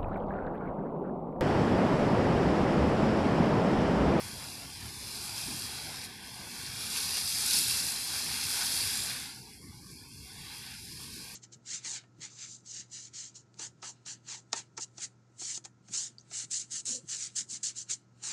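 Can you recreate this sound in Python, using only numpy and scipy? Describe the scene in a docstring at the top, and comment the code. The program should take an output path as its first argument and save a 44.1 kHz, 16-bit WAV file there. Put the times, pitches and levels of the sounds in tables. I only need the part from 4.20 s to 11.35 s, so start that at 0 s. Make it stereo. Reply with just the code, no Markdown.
"""A geyser across a shallow pool, on a camera's two microphone ports: wind and vent rumble low from the start.
Steam hisses from the cone, spray patters and heavier water splashes, all shaped from patchy noise and random drops.
Wet slaps join as short cracks of noise; the jet surges to its height midway, then drops to a faint lull and half recovers.
The ports colour the sound differently, and a level-dependent gain thins faint bands,
so the lull sounds sparse and dark."""
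import sys
import numpy as np
from scipy import signal
from scipy.fft import rfft, irfft, next_fast_len
from scipy.io import wavfile
from scipy.ndimage import uniform_filter1d, map_coordinates

SR = 44100
rng = np.random.default_rng(int(sys.argv[2]) if len(sys.argv) > 2 else 0)


def dump_mix(stems):
    """Bounce the given channels to the path in sys.argv[1] as a 16-bit WAV at rate SR."""
    frames = np.atleast_2d(stems).T  # one column per channel
    limited = np.clip(frames, -1, 1)  # hard clip at full scale
    pcm = np.round(limited * 32767).astype(np.int16)
    wavfile.write(sys.argv[1], SR, pcm)


N = 315298  # length in samples

# Source levels are those ahead of the ports and the thinning of faint bands.
# Wind's rumble. Each row: time in seconds, level in dB.
WIND_LEVEL = [(0, -36), (0.14, -37), (0.32, -44), (0.5, -38.5), (0.66, -34), (0.78, -40), (0.98, -39),
              (1.2, -41), (1.32, -39), (1.65, -38.5), (1.95, -45.5), (2.65, -38.5), (3.05, -42),
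              (3.38, -39.5), (3.83, -45), (4.05, -40), (4.5, -42), (4.78, -38.5), (5.17, -46.5),
              (5.52, -40.5), (5.8, -41), (6.15, -41), (6.5, -43), (6.8, -39), (7.15, -44)]
# Flutter of the wind within a gust: dB per unit of wobble, knots per second.
GUST_FLUTTER_DB, GUST_KNOTS_PER_S = 1.0, 12
# Low roar of the vent. Each row: time in seconds, level in dB ahead of the heaves.
ROAR_LEVEL = [(0, -40), (0.9, -40.5), (1.1, -42), (1.7, -37.5), (2.08, -42), (2.25, -39), (2.9, -39.5),
              (3.7, -38.5), (3.83, -40.5), (3.95, -38), (4.8, -40.5), (5.15, -42), (5.7, -42), (6.0, -43.5),
              (6.55, -43), (7.15, -42)]
# Heaves of the roar. Each row: centre in seconds, lift in dB (a dip if negative).
ROAR_HEAVES = [(0.65, 3), (1.32, 5.5), (1.6, -1.5), (3.4, 4), (4.74, 1.5), (5.46, 3), (6.97, 5)]
HEAVE_WIDTH_S = 0.06
# Strength of the jet. Each row: time in seconds, level of its steam hiss in dB ahead of the spurts.
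JET_LEVEL = [(0.0, -40.5), (0.6, -43.5), (1.05, -37.5), (1.39, -36), (1.72, -41), (1.85, -39.5),
             (1.885, -49), (2.02, -47.5), (2.49, -40), (2.81, -31.5), (3.15, -30), (3.37, -24),
             (3.85, -33.5), (4.62, -28.5), (4.93, -33.5), (5.19, -48.5), (5.5, -53), (5.63, -52),
             (5.73, -48), (5.83, -52.5), (6.02, -49), (6.33, -44), (6.6, -45.5), (6.9, -43.5), (7.15, -45)]
# Thrown water follows the jet: its dB when the jet is at the reference dB, and dB gained per dB of jet.
SPRAY_DB, JET_REF_DB, SPRAY_DB_PER_JET_DB = -37, -35, 0.86
# Heavy water falling into the pool. Each row: time in seconds, level in dB ahead of the spurts.
FALL_LEVEL = [(0.0, -40.5), (0.65, -43.5), (1.05, -41), (1.3, -40), (1.75, -39.5), (1.97, -43.4),
              (2.35, -41.5), (2.75, -39), (3.1, -40), (3.35, -37.3), (3.83, -39), (4.1, -37.5), (4.45, -35),
              (4.85, -37.5), (5.02, -41.5), (5.16, -47.5), (5.33, -48), (5.58, -50.5), (5.82, -49),
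              (5.99, -52), (6.11, -47), (6.35, -44.5), (6.7, -46.5), (7.15, -47)]
# Brightness of the splash. Each row: time in seconds, dB added above the split and taken away below it.
SPLASH_BRIGHTNESS = [(0, -1.7), (0.6, -0.9), (1.5, -0.5), (2.0, -0.7), (2.7, 0.5), (3.4, 0), (4.4, 0.8),
                     (5.1, 1), (5.5, -0.8), (6.0, 0.5), (6.4, 1.7), (7.15, -0.4)]
SPLASH_SPLIT_HZ = 1230
# The biggest clots slapping the rock. Each row: start in seconds, level in dB ahead of tilt and colour,
# brightness in dB per octave about the pivot.
SLAP_HITS = [(0.814, -45, 0), (1.041, -28, -2), (1.84, -31, 3), (2.154, -38, 0), (2.668, -31, 1),
             (2.702, -25, 0), (2.757, -31, -2), (2.768, -21, -1), (2.774, -22, -1), (2.803, -32, 0),
             (2.908, -20, -2), (2.97, -19.5, 2), (3.065, -24, 7), (3.186, -17, 3), (3.331, -19, 3),
             (3.335, -13, 3), (3.389, -15.5, 4), (3.491, -23, 1), (3.981, -29, -1), (3.996, -30, -2),
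             (4.297, -23, -2), (4.304, -23, -2), (4.838, -23, 0), (4.907, -25, -3), (5.73, -39, 0),
             (5.76, -43, -2), (6.33, -40, 0), (6.464, -35, 2)]
SLAP_PIVOT_HZ = 7000
# Spurts: brief level changes of spray and splash. Each row: centre in seconds, change in dB (a dip if negative).
SPURT_CHANGES = [(1.18, 3), (1.31, 1.5), (2.77, 4.5), (2.91, 1.5), (2.97, 4), (3.34, 2.5), (3.99, 2),
                 (4.3, -1), (4.41, 4.5), (5.74, 0), (6.34, -0.5)]
SPURT_RISE_S, SPURT_FALL_S = 0.039, 0.027  # time constants of the change in dB, before and after its centre
SPURT_STEAM_SHARE = 0.32  # part of the change that the steam gets
# The colour of spray and splash drifts as the plume sways: depth in dB per unit, ripple spacing, speed.
SWAY_DB, SWAY_SPACING_HZ, SWAY_KNOTS_PER_S = 1.05, 218.4, 5

# Colour of each source. Each row: frequency in Hz, relative gain in dB.
WIND_COLOUR = [(20, -22), (40, -14), (65, -0.5), (95, 2), (140, -1.5), (250, -18), (600, -51)]
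THROAT_COLOUR = [(40, -28), (80, -12.5), (125, 0.5), (170, -1.9), (240, -1), (320, -7), (420, -13.5),
                 (600, -24.5), (1200, -37.5), (3000, -62)]
STEAM_COLOUR = [(2500, -25.5), (4500, -8.5), (6000, -6), (6700, -5.5), (7500, -3.5), (8400, -5),
                (9200, -0.5), (9800, -0.5), (11000, -2), (12000, -4.5), (13200, -16.5), (14200, -16.5),
                (15300, -48)]
SPRAY_COLOUR = [(1500, -37), (2250, -12), (2750, -8.5), (3150, -15.5), (3900, -9.5), (4400, -3.5),
                (4750, -1), (5000, -1.5), (5350, -4.5), (5800, -9.5), (7000, -16.5), (12000, -44)]
SPLASH_COLOUR = [(200, -11), (450, 0), (650, 1), (780, 0.5), (1100, -0.5), (1600, -0.5), (2300, -1),
                 (2700, -3), (3500, -4.5), (5000, -8), (9000, -49)]
SLAP_COLOUR = [(300, -28), (1500, -7), (3500, -3.5), (5000, 4.5), (7000, -0.5), (10500, 7.5), (12500, -1),
               (15000, -28)]

# Shading of the right microphone port, chiefly in the treble. 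Each row: frequency in Hz, dB against the left.
RIGHT_SHADE = [(50, -2), (250, -1.5), (800, -4.5), (1600, -4.5), (2700, -4), (3300, 2), (4100, -5),
               (5000, -10.5), (6300, -7.5), (7500, -11.5), (9500, -20), (11500, -25.5), (13000, -17)]
# Narrow dips and peaks of each port, ahead of their drift. Each row: centre in Hz, width in Hz, gain in dB.
LEFT_NOTCHES = [(580, 78, -7.2), (1310, 100, -7), (1945, 87, -3.5), (3000, 250, 0), (3900, 74, -2.5),
                (5130, 150, 1), (6550, 120, -6), (8600, 120, 0.5)]
RIGHT_NOTCHES = [(595, 76, -7.8), (1370, 150, -0.5), (2080, 180, -1), (2870, 140, -2.5), (3630, 280, -3.5),
                 (3980, 110, 2.5), (4570, 230, -4), (5480, 150, -4)]
# Wander of the port responses in Hz, swing of dip depth (exponent), both per unit of wobble; knots per second.
DRIFT_HZ, DIP_SWING, DRIFT_KNOTS_PER_S = 32, 0.27, 9
# Likeness between the ports. 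Each row: frequency in Hz, likeness from 0 to 1.
PORT_LIKENESS = [(30, 0.92), (100, 1), (300, 0.99), (480, 0.93), (580, 0.94), (780, 0.89), (1100, 0.88),
                 (1300, 0.89), (1600, 0.68), (2000, 0.49), (2220, 0.55), (2800, 0.4), (2910, 0.985),
                 (3070, 0.94), (3160, 0.35), (3300, 0.59), (3430, 0.72), (3620, 0.68), (3880, 0.85),
                 (4050, 1), (4500, 0.39), (4900, 0.78), (5400, 0.36), (8000, 0.2), (13000, 0.11)]
# Phase between the ports. Each row: frequency in Hz, radians by which the left leads.
LEFT_LEAD = [(50, 3.5), (500, 3.5), (1100, 3.5), (1500, 4.5), (1850, 3.5), (2600, 4.5), (2900, 3.5),
             (3080, 4), (3190, -0.16), (3800, -0.1), (4350, 1.5), (4650, 1), (5400, 0.5), (7000, 0.4),
             (9500, 5.5)]
# Faint bands are turned down below this. Each row: frequency in Hz, threshold in dB per Hz ahead of its patches.
FAINT_THRESHOLD = [(100, -89), (400, -76.5), (490, -80), (640, -77.5), (800, -80), (1150, -82.5),
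                   (1340, -80), (1600, -83), (1980, -83), (2400, -85.5), (3050, -82.5), (3400, -86),
                   (3800, -84), (4300, -89.5), (5000, -89.5), (10000, -105), (12500, -111), (15000, -110)]
TOP_HZ = 15550  # nothing is heard above this


def amp(db):
    """Decibels to gain."""
    return 10 ** (np.asarray(db) / 20)


def unit(x):
    """Scale to rms 1."""
    return x / np.sqrt(np.mean(x ** 2) + 1e-20)


def along(points, hz):
    """Read (Hz, value) points on a log frequency axis."""
    f, v = np.transpose(points)
    return np.interp(np.log(hz + 1), np.log(f + 1), v)


def curve(rows):
    """Draw (seconds, value) rows as one value per sample."""
    s, values = np.transpose(rows)
    return np.interp(np.arange(N) / SR, s, values)


def wobble(rate):
    """A smooth random curve through normal knots, rate of them a second."""
    knots = rng.standard_normal(int(N * rate / SR) + 4)
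    return map_coordinates(knots, [np.arange(N) * rate / SR])


def filtered(x, response):
    """Multiply the spectrum of x by a response of frequency."""
    size = next_fast_len(N + SR // 2)
    hz = np.fft.rfftfreq(size, 1 / SR)
    return irfft(rfft(x, size) * response(hz), size)[..., :N]


def coloured(x, colour):
    """Shape x with a colour table, then bring it to rms 1."""
    return unit(filtered(x, lambda hz: amp(along(colour, hz))))


def smoothed(x, bands):
    """Running mean over neighbouring bands and seven time frames."""
    return uniform_filter1d(uniform_filter1d(x, size=bands, axis=-2), size=7, axis=-1)


def turbulence(patchy_db):
    """Two unrelated noises that share drifting patches of gain in time and frequency."""
    z = signal.stft(rng.standard_normal((2, N)), nperseg=1024)[2]
    patches = unit(smoothed(rng.standard_normal(z.shape[1:]), bands=4))
    return unit(signal.istft(z * amp(patchy_db * patches), nperseg=1024)[1][:, :N])


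def rumble():
    """Wind gives a deep gusty rumble; above it the vent's throat roars and heaves now and then."""
    t = np.arange(N) / SR
    heave_db = sum(db * np.exp(-((t - s) / HEAVE_WIDTH_S) ** 2) for s, db in ROAR_HEAVES)
    roar_db = curve(ROAR_LEVEL) + heave_db + 0.77 * wobble(14)
    roar = amp(roar_db) * coloured(turbulence(patchy_db=2.0), THROAT_COLOUR)
    wind_db = curve(WIND_LEVEL) + GUST_FLUTTER_DB * wobble(GUST_KNOTS_PER_S)
    wind = amp(wind_db) * coloured(turbulence(patchy_db=1.6), WIND_COLOUR)
    return roar + wind


def patter(rate, spread_db, t60):
    """Drops land at random, rate a second: tiny noise bursts dying 60 dB in t60 seconds, a few much larger."""
    where, chance = rng.random((int(rate * N / SR), 2)).T
    size_db = spread_db * np.minimum(-np.log(1 - chance), 4)
    hits = np.bincount((where * N).astype(int), amp(size_db) ** 2, N)
    power = signal.lfilter([1], [1, -amp(-60 / (t60 * SR)) ** 2], hits)
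    return unit(np.sqrt(power) * rng.standard_normal((2, N)))


def steam(level_db):
    """Steam tears out of the cone as turbulent hiss, laced with fine mist."""
    mist = patter(rate=1500, spread_db=4.0, t60=0.0097)
    hiss = turbulence(patchy_db=2.0) + 0.6 * mist
    return amp(level_db + 0.28 * wobble(25)) * coloured(hiss, STEAM_COLOUR)


def spray(jet_db, spurt_db):
    """Thrown drops patter back onto the rock, their level following the jet."""
    level_db = SPRAY_DB + SPRAY_DB_PER_JET_DB * (jet_db - JET_REF_DB) + spurt_db
    drops = 1.6 * turbulence(patchy_db=1.6) + patter(rate=900, spread_db=5.0, t60=0.0097)
    return amp(level_db + 0.46 * wobble(22.01)) * coloured(drops, SPRAY_COLOUR)


def bubbles(rate, centre_hz, cycles, spread_db, count=600):
    """Air pockets ring for a few cycles in the pool, rising in pitch as they surface."""
    when, size, pitch, phase = rng.random((int(rate * N / SR), 4)).T[:, :, None]
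    start_hz = centre_hz * 2 ** (2 * pitch - 1)  # within an octave either way
    turns = start_hz * np.arange(count) / SR
    ring = amp(abs(spread_db) * size ** 2) * np.exp(-turns / cycles) * (1 - np.exp(-turns))
    angle = 2 * np.pi * (turns * (1 + 0.021 * turns / cycles) + phase)
    at = ((when * N).astype(int) + np.arange(count)).ravel()
    # sine and cosine give each bubble a quarter turn between the two signals
    pair = [np.bincount(at, (ring * wave(angle)).ravel(), N)[:N] for wave in (np.sin, np.cos)]
    return unit(np.array(pair))


def splash(spurt_db):
    """Heavier water falls into the pool and churns up bubbles: thick slugs sound dull, thin sheets bright."""
    falling = patter(rate=700, spread_db=2.6, t60=0.014)
    churning = bubbles(rate=600, centre_hz=1500, cycles=5, spread_db=10)
    mix = turbulence(patchy_db=1.5) + 0.47 * falling + 0.17 * churning
    water = coloured(mix, SPLASH_COLOUR)
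    deep = filtered(water, lambda hz: 1 / (1 + (hz / SPLASH_SPLIT_HZ) ** 6))
    tilt_db = curve(SPLASH_BRIGHTNESS) + 0.5 * wobble(12)
    tilted = amp(-tilt_db) * deep + amp(tilt_db) * (water - deep)
    return amp(curve(FALL_LEVEL) + spurt_db + 0.9 * wobble(14)) * tilted


def swaying(x):
    """Slow, broad swells and hollows drift through the spectrum."""
    hz, s, z = signal.stft(x, SR, nperseg=1024)
    knots = rng.standard_normal((160, 80))  # frequency by time
    places = np.meshgrid(hz / SWAY_SPACING_HZ, s * SWAY_KNOTS_PER_S, indexing="ij")
    field = map_coordinates(knots, places, mode="mirror")
    return signal.istft(z * amp(SWAY_DB * field), SR, nperseg=1024)[1][:, :N]


def slaps(t60):
    """Single clots of water hit with a short wet crack: thin ones bright, thick ones dull."""
    t = np.arange(SR // 40) / SR
    hz = np.maximum(np.fft.rfftfreq(len(t), 1 / SR), 1000)  # the tilt is level below 1 kHz
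    octaves = np.log2(hz / SLAP_PIVOT_HZ)
    cracks = np.zeros((2, N))
    for s, db, tilt_db in SLAP_HITS:
        noise = rng.standard_normal((2, len(t)))
        burst = irfft(rfft(noise) * amp(tilt_db * octaves), len(t))
        cracks[:, round(s * SR):][:, :len(t)] += amp(db - 60 * t / t60) * burst
    return filtered(cracks, lambda hz: amp(along(SLAP_COLOUR, hz)))


def spurts():
    """Brief changes in dB, each growing quickly to its centre and fading faster after it."""
    t = np.arange(N) / SR
    change_db = 0
    for s, db in SPURT_CHANGES:
        distance = np.maximum((s - t) / SPURT_RISE_S, (t - s) / SPURT_FALL_S)
        change_db = change_db + db * np.exp(-distance)
    return change_db


def ports(pair):
    """Two unrelated signals reach the ports: partly alike, shifted in phase, each with its own wandering dips."""
    hz, s, (a, b) = signal.stft(pair, SR, nperseg=2048)

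    def drift():
        """One wobble read at the time frames."""
        return np.interp(s, np.arange(N) / SR, wobble(DRIFT_KNOTS_PER_S))

    hz = np.abs(hz[:, None] + DRIFT_HZ * drift())

    def dips(rows):
        """Sum of bell-shaped dips and peaks in dB, each swinging in depth."""
        return sum(db * np.exp(DIP_SWING * drift() - ((hz - centre) / width) ** 2)
                   for centre, width, db in rows)

    turn = np.arccos(np.clip(along(PORT_LIKENESS, hz), 0, 0.999)) / 2
    common, apart = a * np.cos(turn), b * np.sin(turn)
    left = (common + apart) * amp(dips(LEFT_NOTCHES))
    right = (common - apart) * amp(dips(RIGHT_NOTCHES) + along(RIGHT_SHADE, hz))
    right = right * np.exp(-1j * along(LEFT_LEAD, hz))
    return signal.istft(np.array([left, right]), SR, nperseg=2048)[1][:, :N]


def scene():
    """The jet drives hiss and spray; they surge and flutter together, and spurts move the splash too."""
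    jet_db = curve(JET_LEVEL) + 0.75 * wobble(20)
    spurt_db = spurts()
    low = rumble()
    hiss = steam(jet_db + SPURT_STEAM_SHARE * spurt_db)
    water = swaying(spray(jet_db, spurt_db) + splash(spurt_db)) + slaps(t60=0.008)
    return ports(low + hiss + water)


def thin_faint(x, depth_db, steep, patchy_db):
    """Turn down bands of low running power, to depth_db at most; a random field makes faint hiss patchy."""
    hz, _, z = signal.stft(x, SR, nperseg=1024, scaling="psd")
    power = np.abs(smoothed(2 * np.abs(z) ** 2, bands=2)) + 1e-20
    patchiness = unit(smoothed(rng.standard_normal(z.shape[1:]), bands=4))
    threshold = amp(along(FAINT_THRESHOLD, hz)[:, None] + patchy_db * patchiness)
    gain = 1 / np.sqrt(1 + (threshold ** 2 / power) ** steep)
    gain = np.maximum(gain, amp(depth_db))
    return signal.istft(z * gain, SR, nperseg=1024, scaling="psd")[1][:, :N]


def record(dry):
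    """Faint bands are thinned and nothing is kept above the band limit."""
    thinned = thin_faint(dry, depth_db=-18, steep=4.1, patchy_db=2.0)
    return filtered(thinned, lambda hz: hz < TOP_HZ)


dry = scene()
out = record(dry)
dump_mix(out)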